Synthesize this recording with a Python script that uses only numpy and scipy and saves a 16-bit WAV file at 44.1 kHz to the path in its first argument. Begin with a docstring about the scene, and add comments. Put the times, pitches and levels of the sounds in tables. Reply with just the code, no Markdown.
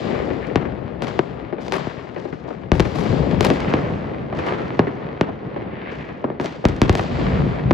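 """Fireworks over a town at night, heard from a high window.
0-2.7 s: salvo echo already rolling over a steady din (shaped noise and clicks); far pops (smeared weak fronts),
near blasts (shock and suction pulses with echoes), star sizzle (dense clicks), single snaps (short blasts).
2.7-5.3 s: second salvo, low rolls (band-passed noise), dense blasts; right side louder from 3.4 s.
5.3-6.2 s: no near blasts, distant crackle. 6.2-7 s: third salvo and blasts; then low rolls, last blast at 7.7 s."""
import sys
import numpy as np
from scipy import signal
from scipy.fft import rfft, irfft, next_fast_len
from scipy.io import wavfile
from scipy.ndimage import uniform_filter1d, minimum_filter1d

SR = 44100
rng = np.random.default_rng(int(sys.argv[2]) if len(sys.argv) > 2 else 0)


def unload_wav(signal):
    """Save mono or channel-first audio to the path in sys.argv[1] as 16-bit WAV at rate SR, clipped to [-1, 1]."""
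    wavfile.write(
        sys.argv[1],
        SR,
        np.round(np.clip(np.atleast_2d(signal).T, -1, 1) * 32767).astype(np.int16),
    )


N = 340893

# spectra of noise and clicks: f/Hz, relative density/dB per Hz
RUMBLE_SPECTRUM = [(20, -27), (40, -29.5), (60, 2), (95, 2.5), (130, 4), (190, 7), (280, -4), (600, -59),
                   (3000, -100)]
ROAR_SPECTRUM = [(30, -53), (90, -12.5), (170, 1.5), (250, 5.5), (450, 1), (700, -1.5), (1000, -15),
                 (1500, -27.5), (3000, -64.5), (9000, -100)]
BOOM_SPECTRUM = [(15, -23), (30, -20), (58, 2), (80, -1.5), (160, -34.5), (1000, -100)]
THUD_SPECTRUM = [(80, -39.5), (220, -15.5), (350, -1), (540, 3.5), (800, -10), (1300, -18.5), (3000, -41.5),
                 (9000, -100)]   # separate far thuds that make the roar ragged
FAR_CRACKLE_SPECTRUM = [(60, -38.5), (400, 6), (900, 4), (1300, 2.5), (1550, -1), (2000, -1.5),
                        (3000, -11.5), (4500, -22.5), (6000, -40.5), (9000, -67.5), (16000, -99)]
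NEAR_HISS_SPECTRUM = [(100, -38.5), (1000, 6.5), (3000, 17.5), (4900, 11), (6000, 0.5), (7500, 0.5),
                      (9000, -28), (10500, -14), (16000, -43)]
STAR_SPECTRUM = [(60, -34), (200, 17.5), (600, 16.5), (2200, 0.5), (4800, -6), (7500, -16.5),
                 (11000, -24.5), (16000, -43)]
# one band: tiny charges have no bass, the air takes their treble
FAR_CLOUD_SPECTRUM = [(300, -44), (1100, -10), (1700, 4), (2300, 1.5), (2900, -6), (4200, -22),
                      (6000, -42.5), (12000, -82.5)]
# likeness of left and right: f/Hz, correlation/1
STEREO_LIKENESS = [(60, 0.81), (130, 0.94), (290, 0.49), (640, 0.011), (1400, 0.29), (3000, 0.58),
                   (7000, 0.8), (15000, 1)]

# steady din from all over town; crackle before far_gain_db
DIN_RUMBLE_DB, DIN_ROAR_DB, DIN_CRACKLE_DB = -39.5, -41, -49.5
# echoes of big salvos: t/s, rumble/dB, roar/dB, far crackle/dB, near hiss/dB (last two before crackle gains)
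SALVOS = [(-0.4, -32, -27.5, -36.5, -46.5), (2.721, -24.5, -25, -34.5, -46),
          (6.8, -22, -28.5, -33.5, -46.5)]
# rise as the wave reaches more streets, then fall, treble first
ROLL_RISE_S, HISS_RISE_S = 0.51, 0.42
RUMBLE_FALL_DB_PER_S, ROAR_FALL_DB_PER_S, CRACKLE_FALL_DB_PER_S, HISS_FALL_DB_PER_S = 8, 10.5, 11.5, 29
# distant barrages: t/s, rise/s, crackle/dB (before far_gain_db), roar/dB
BARRAGES = [(0.0, 0.11, -43, -48), (1.001, 0.02, -40, -34), (1.249, 0.17, -43, -40),
            (1.699, 0.052, -35, -53), (2.43, 0.016, -46, -37.5), (3.42, 0.32, -32, -28.5),
            (3.9, 0.24, -40, -39), (4.28, 0.23, -30.5, -28), (4.749, 0.32, -38.5, -35),
            (5.35, 0.21, -40.5, -35), (5.551, 0.35, -39, -38), (7.05, 0.21, -33.5, -31)]
BARRAGE_FALL_DB_PER_S = 33.5
THUD_DB = -5.5   # re roar level

# star clouds across town: t/s, rise/s, level/dB
FAR_CLOUDS = [(0.08, 0.057, -41), (0.39, 0.04, -43.5), (3.55, 0.13, -37.5), (4.42, 0.059, -44.5),
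              (5.62, 0.25, -39), (5.93, 0.093, -44.5)]
FAR_CLOUD_FALL_DB_PER_S = 53
# far bursts: t/s, peak/dB (before level_db), thud f/Hz
POPS = [(0.145, -19, 417), (0.165, -18.5, 450), (0.307, -17.5, 380), (0.653, -13.5, 268), (0.721, -22, 236),
        (1.526, -16, 457), (1.583, -15.5, 480), (1.682, -20.5, 450), (2.162, -18.5, 420), (2.176, -23, 300),
        (2.252, -19, 480), (2.326, -20.5, 320), (2.482, -21.5, 600), (2.505, -19.5, 560),
        (2.851, -15.5, 260), (3.053, -14, 404), (3.458, -11, 400), (3.51, -7.5, 380), (3.615, -21, 260),
        (4.351, -24, 400), (4.87, -12.5, 296), (5.29, -17, 613), (5.562, -17.5, 525), (5.619, -21, 288),
        (6.314, -26, 600), (6.448, -18.5, 600), (6.641, -12, 520), (6.993, -16, 620), (7.594, -21, 239)]
POP_SMEAR_S = 0.012
# long echoes, each from one part of town: t/s, level/dB, f/Hz
ROLLS = [(0.131, -32, 75), (0.293, -37, 70), (0.639, -32, 94), (1.209, -45, 70), (1.73, -37, 161),
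         (2.73, -24, 90), (2.81, -28, 115), (3.07, -19.5, 112), (3.159, -28, 125), (3.3, -22.5, 147),
         (3.352, -22.5, 66), (3.66, -25, 145), (3.86, -29, 94.6), (7.078, -27.5, 161), (7.179, -23, 164),
         (7.32, -26, 130.8), (7.631, -28, 79.6)]
ROLL_SWELL_S, ROLL_WIDTH_RATIO = 0.024, 1.3   # time to peak; band edges re f
# clouds of crackling stars: t/s, level/dB, decay/s
STAR_CLOUDS = [(1.016, -27.5, 0.02), (1.065, -32.5, 0.024), (1.599, -35, 0.24), (1.721, -24, 0.037),
               (2.165, -42, 0.2), (2.468, -43, 0.052), (2.720, -31.5, 0.3), (2.944, -29, 0.14),
               (3.411, -26, 0.11), (3.44, -21, 0.0082), (3.675, -34.5, 0.18), (4.348, -36, 0.36),
               (4.454, -31.5, 0.047), (5.893, -41.5, 0.16), (6.395, -30, 0.071), (6.96, -25.5, 0.051)]
CLOUD_SWELL_S = 0.012
# facade hiss after each cloud: level re cloud (before near_gain_db)
CLOUD_HISS_DB, CLOUD_HISS_RISE_S, CLOUD_HISS_FALL_DB_PER_S = -25, 0.082, 54.5

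# near bursts: t/s, blast/dB, overpressure/ms, air cut-off f/Hz, facade echo/dB, ledge delay/ms, ledge echo/dB
BANGS = [(0.3037, -10.5, 3.2, 2200, -18, 7.9, -10), (0.5576, 5, 1.8, 2900, -8.5, 5.3, -11.5),
         (1.022, -7, 1.25, 4600, -4.5, 6.3, -11), (1.1914, 7.5, 0.87, 2000, -16.5, 3.3, -9),
         (1.7224, -0.5, 0.42, 5200, -5, 0.85, -15), (1.8698, -5.5, 1.5, 1090, -25, 0.62, -17),
         (2.7176, 5.5, 3.7, 3200, -7.5, 1.1, -27), (2.7974, 3, 3, 4530, -9.5, 2.2, -12),
         (2.803, 2.5, 3.2, 5800, -11, 2.2, -10), (3.4082, 4, 1.14, 6500, -13, 0.95, -19),
         (3.4488, 1, 0.56, 11200, -3, 0.56, -14), (3.5023, 2.5, 1.15, 3930, -9.5, 1.8, -30),
         (3.7383, 4, 1.42, 2440, -5, 3.8, -10), (4.3269, -6.5, 0.98, 1400, 0.5, 1.7, -1),
         (4.3894, -8.5, 0.45, 3000, 6, 1.7, -8), (4.7929, 9.5, 1.4, 1950, -10.5, 5.4, -8),
         (5.2109, 6, 1.36, 2900, -10, 2.8, -11), (6.242, -0.5, 1.03, 1200, -5, 5.3, -6),
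         (6.3014, -4.5, 0.78, 1130, -12, 1.8, -9), (6.3987, -3.5, 1.33, 2400, -1.5, 8.6, -10),
         (6.653, 7, 3.3, 4200, -7, 1.6, -14), (6.8168, 6, 3.3, 6000, -5, 0.9, -12),
         (6.895, 5.5, 3.6, 4700, -7.5, 1.1, -27), (6.9527, -1, 0.75, 6600, -16, 1.7, -9),
         (6.9941, -2, 0.75, 2400, -19, 1.6, 1.5), (7.7090, 6.5, 1.6, 2070, -9, 4.07, -1.5)]
# single stars apart from the clouds: t/s, blast/dB, air cut-off f/Hz
SNAPS = [(0.151, -6, 1600), (0.19, -7, 1700), (0.334, -14, 2010), (0.47, -23.5, 6000), (1.071, -8.5, 2500),
         (1.082, -12.5, 4000), (1.7402, -1.5, 2000), (1.755, -6, 1400), (2.146, -25, 3440),
         (2.162, -16, 1400), (3.064, -7, 2000), (3.312, -10, 3500), (3.429, -7, 4500), (3.445, -7, 3500),
         (3.456, -10.5, 2970), (3.57, -6, 2000), (3.604, -9, 5000), (4.351, -21, 4000), (4.469, -2.5, 1800),
         (4.4856, 1, 1500), (6.09, -10, 1500), (6.459, -7, 5250), (6.686, -11.5, 8000),
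         (6.765, -18.5, 6000), (6.9276, -14, 9000), (6.975, -11, 5000)]
SNAP_MS, SNAP_ECHO_DB, SNAP_LEDGE_MS, SNAP_LEDGE_DB = 0.19, 2, 0.94, -9.5
AIR_STEEP_RATIO = 3.9   # re air cut-off: treble falls twice as steeply above
# walls beside the window: nominal delay/s, echo/dB
WALLS = [(.0029, -12), (.0047, -13), (0.012, -19.5)]
# hollow notes of the window recess: f/Hz, width/Hz, gain/dB
RECESS_NOTES = [(132.3, 26.5, -5.5), (370, 174, -8)]

# microphone all-passes, low notes later, so a blast sweeps downward: f/Hz, Q/1
MIC_DISPERSION = [(142, 1.53), (320, 1.36), (255, 0.06), (3250, 0.51)]
# left port lags right around these notes: f/Hz, Q/1
PORT_LAG = [(1400, 3.4), (9000, 3.7), (13300, 32)]
# right port shaded, then mostly uncovered: t/s, left minus right below the top treble/dB
PORT_SHADE = [(3.42, 8.5), (3.62, 2)]
CUTOFF_HZ = 16600


def from_db(db):
    """Decibels to gain."""
    return 10 ** (np.asarray(db) / 20)


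def rms_one(x):
    """Scale to unit power."""
    return x / np.sqrt(np.mean(x ** 2) + 1e-20)


def at_hz(points, hz):
    """Read a table along a log-frequency axis."""
    f, value = np.transpose(points)
    return np.interp(np.log(hz + 1), np.log(f), value)


def add(out, s, sound):
    """Mix a stereo sound in at time s."""
    start = max(round(s * SR), 0)
    out[:, start:start + sound.shape[1]] += sound[:, :max(N - start, 0)]


def cut(x, hz, kind, order):
    """Butterworth low-pass or high-pass."""
    sos = signal.butter(order, np.clip(hz, 10, .45 * SR), kind, fs=SR, output="sos")
    return signal.sosfilt(sos, x + 1e-18)


def allpass(x, hz, q):
    """Delay the notes around hz, level unchanged."""
    w = 2 * np.pi * hz / SR
    a = [1 + np.sin(w) / (2 * q), -2 * np.cos(w), 1 - np.sin(w) / (2 * q)]
    return signal.lfilter(a[::-1], a, x + 1e-18)


def diffuse(pair, spectrum=None):
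    """Two unrelated signals to surround sound: alike in bass and top treble, least alike near 640 Hz."""
    length = pair.shape[1]
    size = next_fast_len(length, True)
    hz = np.arange(size // 2 + 1) * SR / size
    weight = from_db(at_hz(spectrum, hz)) if spectrum else 1
    mid, side = rfft(pair, size) * weight
    alike = np.clip(at_hz(STEREO_LIKENESS, hz), -1, 1)
    mid, side = mid * np.sqrt(1 + alike), side * np.sqrt(1 - alike)
    return rms_one(irfft(np.array([mid + side, mid - side]), size)[:, :length])


def reports(per_s, spread_db, wash_db):
    """Countless small explosions: random clicks of uneven size on a smooth noise wash."""
    sizes = from_db(spread_db * np.minimum(rng.exponential(1, (2, N)), 4))
    signs = rng.choice([-1, 1], (2, N))
    clicks = sizes * signs * (rng.random((2, N)) < per_s / SR)
    return rms_one(clicks) + from_db(wash_db) * rng.standard_normal((2, N))


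def clumps(per_s, depth_db, size=N):
    """Randomly wandering gain: bursts and echoes arrive in bunches."""
    knots = rng.standard_normal(2000)
    wander = np.interp(np.arange(size) / SR * per_s, np.arange(len(knots)), knots)
    return from_db(depth_db * wander)


def swell(s, rise_s, fall_db_per_s):
    """Envelope: linear climb from time s to 1, then exponential fall."""
    age = np.arange(N) / SR - s
    return np.clip(age / rise_s, 0, 1) * from_db(-fall_db_per_s * np.maximum(age - rise_s, 0))


def together(levels):
    """Unrelated sounds sum in power."""
    return np.sqrt(sum(level ** 2 for level in levels))


def rolling_echoes(boom_gain_db=5, boom_growth=1.54):
    """Bursts all over town merge into rumble and roar; the deep boom grows faster than the rumble."""
    rumble_level = together(
        [from_db(DIN_RUMBLE_DB)]
        + [from_db(db) * swell(s, ROLL_RISE_S, RUMBLE_FALL_DB_PER_S) for s, db, _, _, _ in SALVOS])
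    roar_level = together(
        [from_db(DIN_ROAR_DB)]
        + [from_db(db) * swell(s, ROLL_RISE_S, ROAR_FALL_DB_PER_S) for s, _, db, _, _ in SALVOS]
        + [from_db(db) * swell(s, rise_s, BARRAGE_FALL_DB_PER_S) for s, rise_s, _, db in BARRAGES])
    rumble = diffuse(reports(per_s=72, spread_db=-2.5, wash_db=-2.0), RUMBLE_SPECTRUM)
    rumble = rumble * clumps(per_s=18, depth_db=2.5)
    roar = diffuse(reports(per_s=200, spread_db=-1.5, wash_db=11.0), ROAR_SPECTRUM)
    roar = roar * clumps(per_s=45, depth_db=2.15)
    thuds = diffuse(reports(per_s=60, spread_db=2.5, wash_db=-15), THUD_SPECTRUM)
    boom = diffuse(rng.standard_normal((2, N)), BOOM_SPECTRUM)
    boom = boom * from_db(boom_gain_db) * rumble_level ** boom_growth
    return rumble_level * rumble + roar_level * (roar + from_db(THUD_DB) * thuds) + boom


def crackle(far_gain_db=2, near_gain_db=4):
    """Dense clicks follow salvos, barrages and star clouds; the air takes the treble from the far ones."""
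    far_level = together(
        [from_db(DIN_CRACKLE_DB)]
        + [from_db(db) * swell(s, ROLL_RISE_S, CRACKLE_FALL_DB_PER_S) for s, _, _, db, _ in SALVOS]
        + [from_db(db) * swell(s, rise_s, BARRAGE_FALL_DB_PER_S) for s, rise_s, db, _ in BARRAGES])
    near_level = together(
        [from_db(db) * swell(s, HISS_RISE_S, HISS_FALL_DB_PER_S) for s, _, _, _, db in SALVOS]
        + [from_db(db + CLOUD_HISS_DB) * swell(s, CLOUD_HISS_RISE_S, CLOUD_HISS_FALL_DB_PER_S)
           for s, db, _ in STAR_CLOUDS])
    far = diffuse(reports(per_s=260, spread_db=3.5, wash_db=0.5), FAR_CRACKLE_SPECTRUM)
    near = diffuse(reports(per_s=1100, spread_db=3.5, wash_db=13), NEAR_HISS_SPECTRUM)
    both = from_db(far_gain_db) * far_level * far + from_db(near_gain_db) * near_level * near
    return both * clumps(per_s=66, depth_db=0.9)


def far_clouds():
    """Distant star clouds: narrow-band clicks in ragged bunches."""
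    level = together([from_db(db) * swell(s, rise_s, FAR_CLOUD_FALL_DB_PER_S) for s, rise_s, db in FAR_CLOUDS])
    sizzle = diffuse(reports(per_s=520, spread_db=2.0, wash_db=-3), FAR_CLOUD_SPECTRUM)
    return level * clumps(per_s=110, depth_db=3) * sizzle


def far_pops(level_db=1, front=2.9, air_hz=1900, crack=0.073):
    """Far bursts come mostly by way of the buildings: a weak front in a short smear."""
    out, t = np.zeros((2, N)), np.arange(SR // 5) / SR
    for s, peak_db, thud_hz in POPS:
        paths = diffuse(rng.standard_normal((2, len(t)))) * np.exp(-t / POP_SMEAR_S)
        paths[:, 0] -= front * np.sqrt(POP_SMEAR_S * SR) / 10
        thud = cut(paths, 0.7 * thud_hz, "low", order=2)
        thud = cut(thud, thud_hz, "high", order=2)
        pop = cut(thud + crack * paths, air_hz, "low", order=4)   # a little crack survives
        add(out, s, from_db(peak_db + level_db) * pop / np.abs(pop).max())
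    return out


def rolls():
    """Whole blocks of buildings return the blasts as low swells of band-passed noise."""
    out, age = np.zeros((2, N)), np.arange(SR // 3) / SR / ROLL_SWELL_S
    shape = age * np.exp(1 - age)
    for s, level_db, hz in ROLLS:
        noise = diffuse(rng.standard_normal((2, len(age))))
        roll = cut(noise * shape, hz * ROLL_WIDTH_RATIO, "low", order=3)
        roll = cut(roll, hz / ROLL_WIDTH_RATIO, "high", order=3)
        add(out, s, from_db(level_db) * rms_one(roll) * np.sqrt(np.mean(shape ** 2)))
    return out


def star_clouds(split_hz=7500, close_db=-29):
    """Stars go off almost together: clicks that swell and fade, brighter when louder, as if closer."""
    power, t = np.zeros(N), np.arange(N) / SR
    for s, level_db, decay_s in STAR_CLOUDS:
        age = np.maximum(t - s, 0)
        shape = (1 - np.exp(-age / CLOUD_SWELL_S)) * np.exp(-age / decay_s)
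        power += (from_db(level_db) * shape / shape.max()) ** 2
    level = np.sqrt(power)
    sizzle = diffuse(reports(per_s=700, spread_db=3.0, wash_db=-3), STAR_SPECTRUM)
    sizzle = sizzle * clumps(per_s=220, depth_db=3)
    closeness = np.minimum(level / from_db(close_db), 1)
    treble = cut(sizzle, split_hz, "high", order=5)
    return level * (cut(sizzle, split_hz, "low", order=5) + closeness * treble)


def shock(push_s, air_hz, rebound=1.0):
    """Overpressure front and suction phase, dulled by the air."""
    age = np.arange(SR // 20) / SR / push_s
    blast = cut(-(1 - age) * np.exp(-age), air_hz, "low", order=2)
    blast = cut(blast, AIR_STEEP_RATIO * air_hz, "low", order=2)
    return cut(blast, rebound / (2 * np.pi * push_s), "high", order=2)   # small shells have no bass


def facade_scatter(t, echo_db, facade_s=0.047, street_s=0.44, street_db=-5, first_wall_s=0.0003):
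    """Diffuse echo: quick facades, then slow far streets, uneven house by house."""
    facades = (1 - np.exp(-(t / first_wall_s) ** 2)) * np.exp(-t / facade_s) / np.sqrt(facade_s)
    streets = (1 - np.exp(-t / facade_s)) * np.exp(-t / street_s) / np.sqrt(street_s)
    envelope = (facades + from_db(street_db) * streets) * np.sqrt(2 / SR)
    scatter = from_db(echo_db) * diffuse(rng.standard_normal((2, len(t)))) * envelope
    return scatter * clumps(per_s=140, depth_db=3, size=len(t))


def wall_slaps(size):
    """One reflection per wall and ear; the detour varies with where the shell bursts."""
    slaps = np.zeros((2, size))
    for delay_s, wall_db in WALLS:
        lags = delay_s * SR * (rng.uniform(.85, 1.15) + rng.uniform(-.04, .04, 2))
        slaps[[0, 1], lags.astype(int)] += from_db(wall_db)
    return slaps


def bangs(wall_hz=3000, ledge_hz=800, facade_hz=2600, haze_hz=10000):
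    """Near blasts and snaps: each shock convolved with its straight, ledge, wall, facade and street paths."""
    out, t = np.zeros((2, N)), np.arange(SR) / SR
    snaps = [(s, db, SNAP_MS, air_hz, SNAP_ECHO_DB, SNAP_LEDGE_MS, SNAP_LEDGE_DB) for s, db, air_hz in SNAPS]
    for s, blast_db, push_ms, air_hz, echo_db, ledge_ms, ledge_db in BANGS + snaps:
        blast = shock(push_ms / 1000, air_hz)
        paths = cut(facade_scatter(t, echo_db), facade_hz, "low", order=1)
        paths += cut(wall_slaps(len(t)), wall_hz, "low", order=1)
        ledge = np.zeros(len(t))
        ledge[int(ledge_ms / 1000 * SR)] = from_db(ledge_db)
        paths += cut(ledge, ledge_hz, "high", order=1)   # a narrow ledge returns crack, little bass
        paths[:, 0] += 1   # straight path
        add(out, s, from_db(blast_db) * signal.fftconvolve(paths, blast[None], axes=1))
    return cut(cut(out, haze_hz, "low", order=1), hz=55.0, kind="high", order=1)


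def recess(x):
    """Air in the window recess rings briefly: two-pole resonances added to the input."""
    out = x
    for hz, width_hz, gain_db in RECESS_NOTES:
        r = np.exp(-np.pi * width_hz / SR)
        poles = [1, -2 * r * np.cos(2 * np.pi * hz / SR), r * r]
        ring = (1 - r * r) / 2 * signal.lfilter([1, 0, -1], poles, x)
        out = out + from_db(gain_db) * ring
    return out


def scene():
    """Everything in the sky and its echoes, as it reaches the window."""
    town = rolling_echoes() + crackle() + far_clouds()
    return recess(town + far_pops() + rolls() + star_clouds() + bangs())


def limiter(x, ceiling, hold_s):
    """Gain ducks just ahead of each peak and recovers just after."""
    size = max(int(hold_s * SR), 3)
    need = np.minimum(1, ceiling / (np.abs(x) + 1e-9))
    return x * uniform_filter1d(minimum_filter1d(need, size, axis=1), size, axis=1)


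def record(dry, bass_cut_hz=36):
    """Microphone: phase smear, louder left port, limiting, overload, top cut."""
    for hz, q in MIC_DISPERSION:
        dry = allpass(dry, hz, q)
    left, right = cut(dry, bass_cut_hz, "high", order=2)
    for hz, q in PORT_LAG:
        left = allpass(left, hz, q)
    shade_s, shade_db = np.transpose(PORT_SHADE)
    shade = from_db(-np.interp(np.arange(N) / SR, shade_s, shade_db))
    top = cut(right, hz=9900, kind="high", order=1)   # the highest treble still gets in
    right = shade * right + (1 - shade) * top
    ports = np.array([left, right]) * 2 / (1 + shade)
    loud = .99 * np.tanh(limiter(ports, ceiling=2.0, hold_s=.0007) / .99)
    return signal.sosfilt(signal.cheby2(18, 70, CUTOFF_HZ, fs=SR, output="sos"), loud)


dry = scene()
out = record(dry)
unload_wav(out)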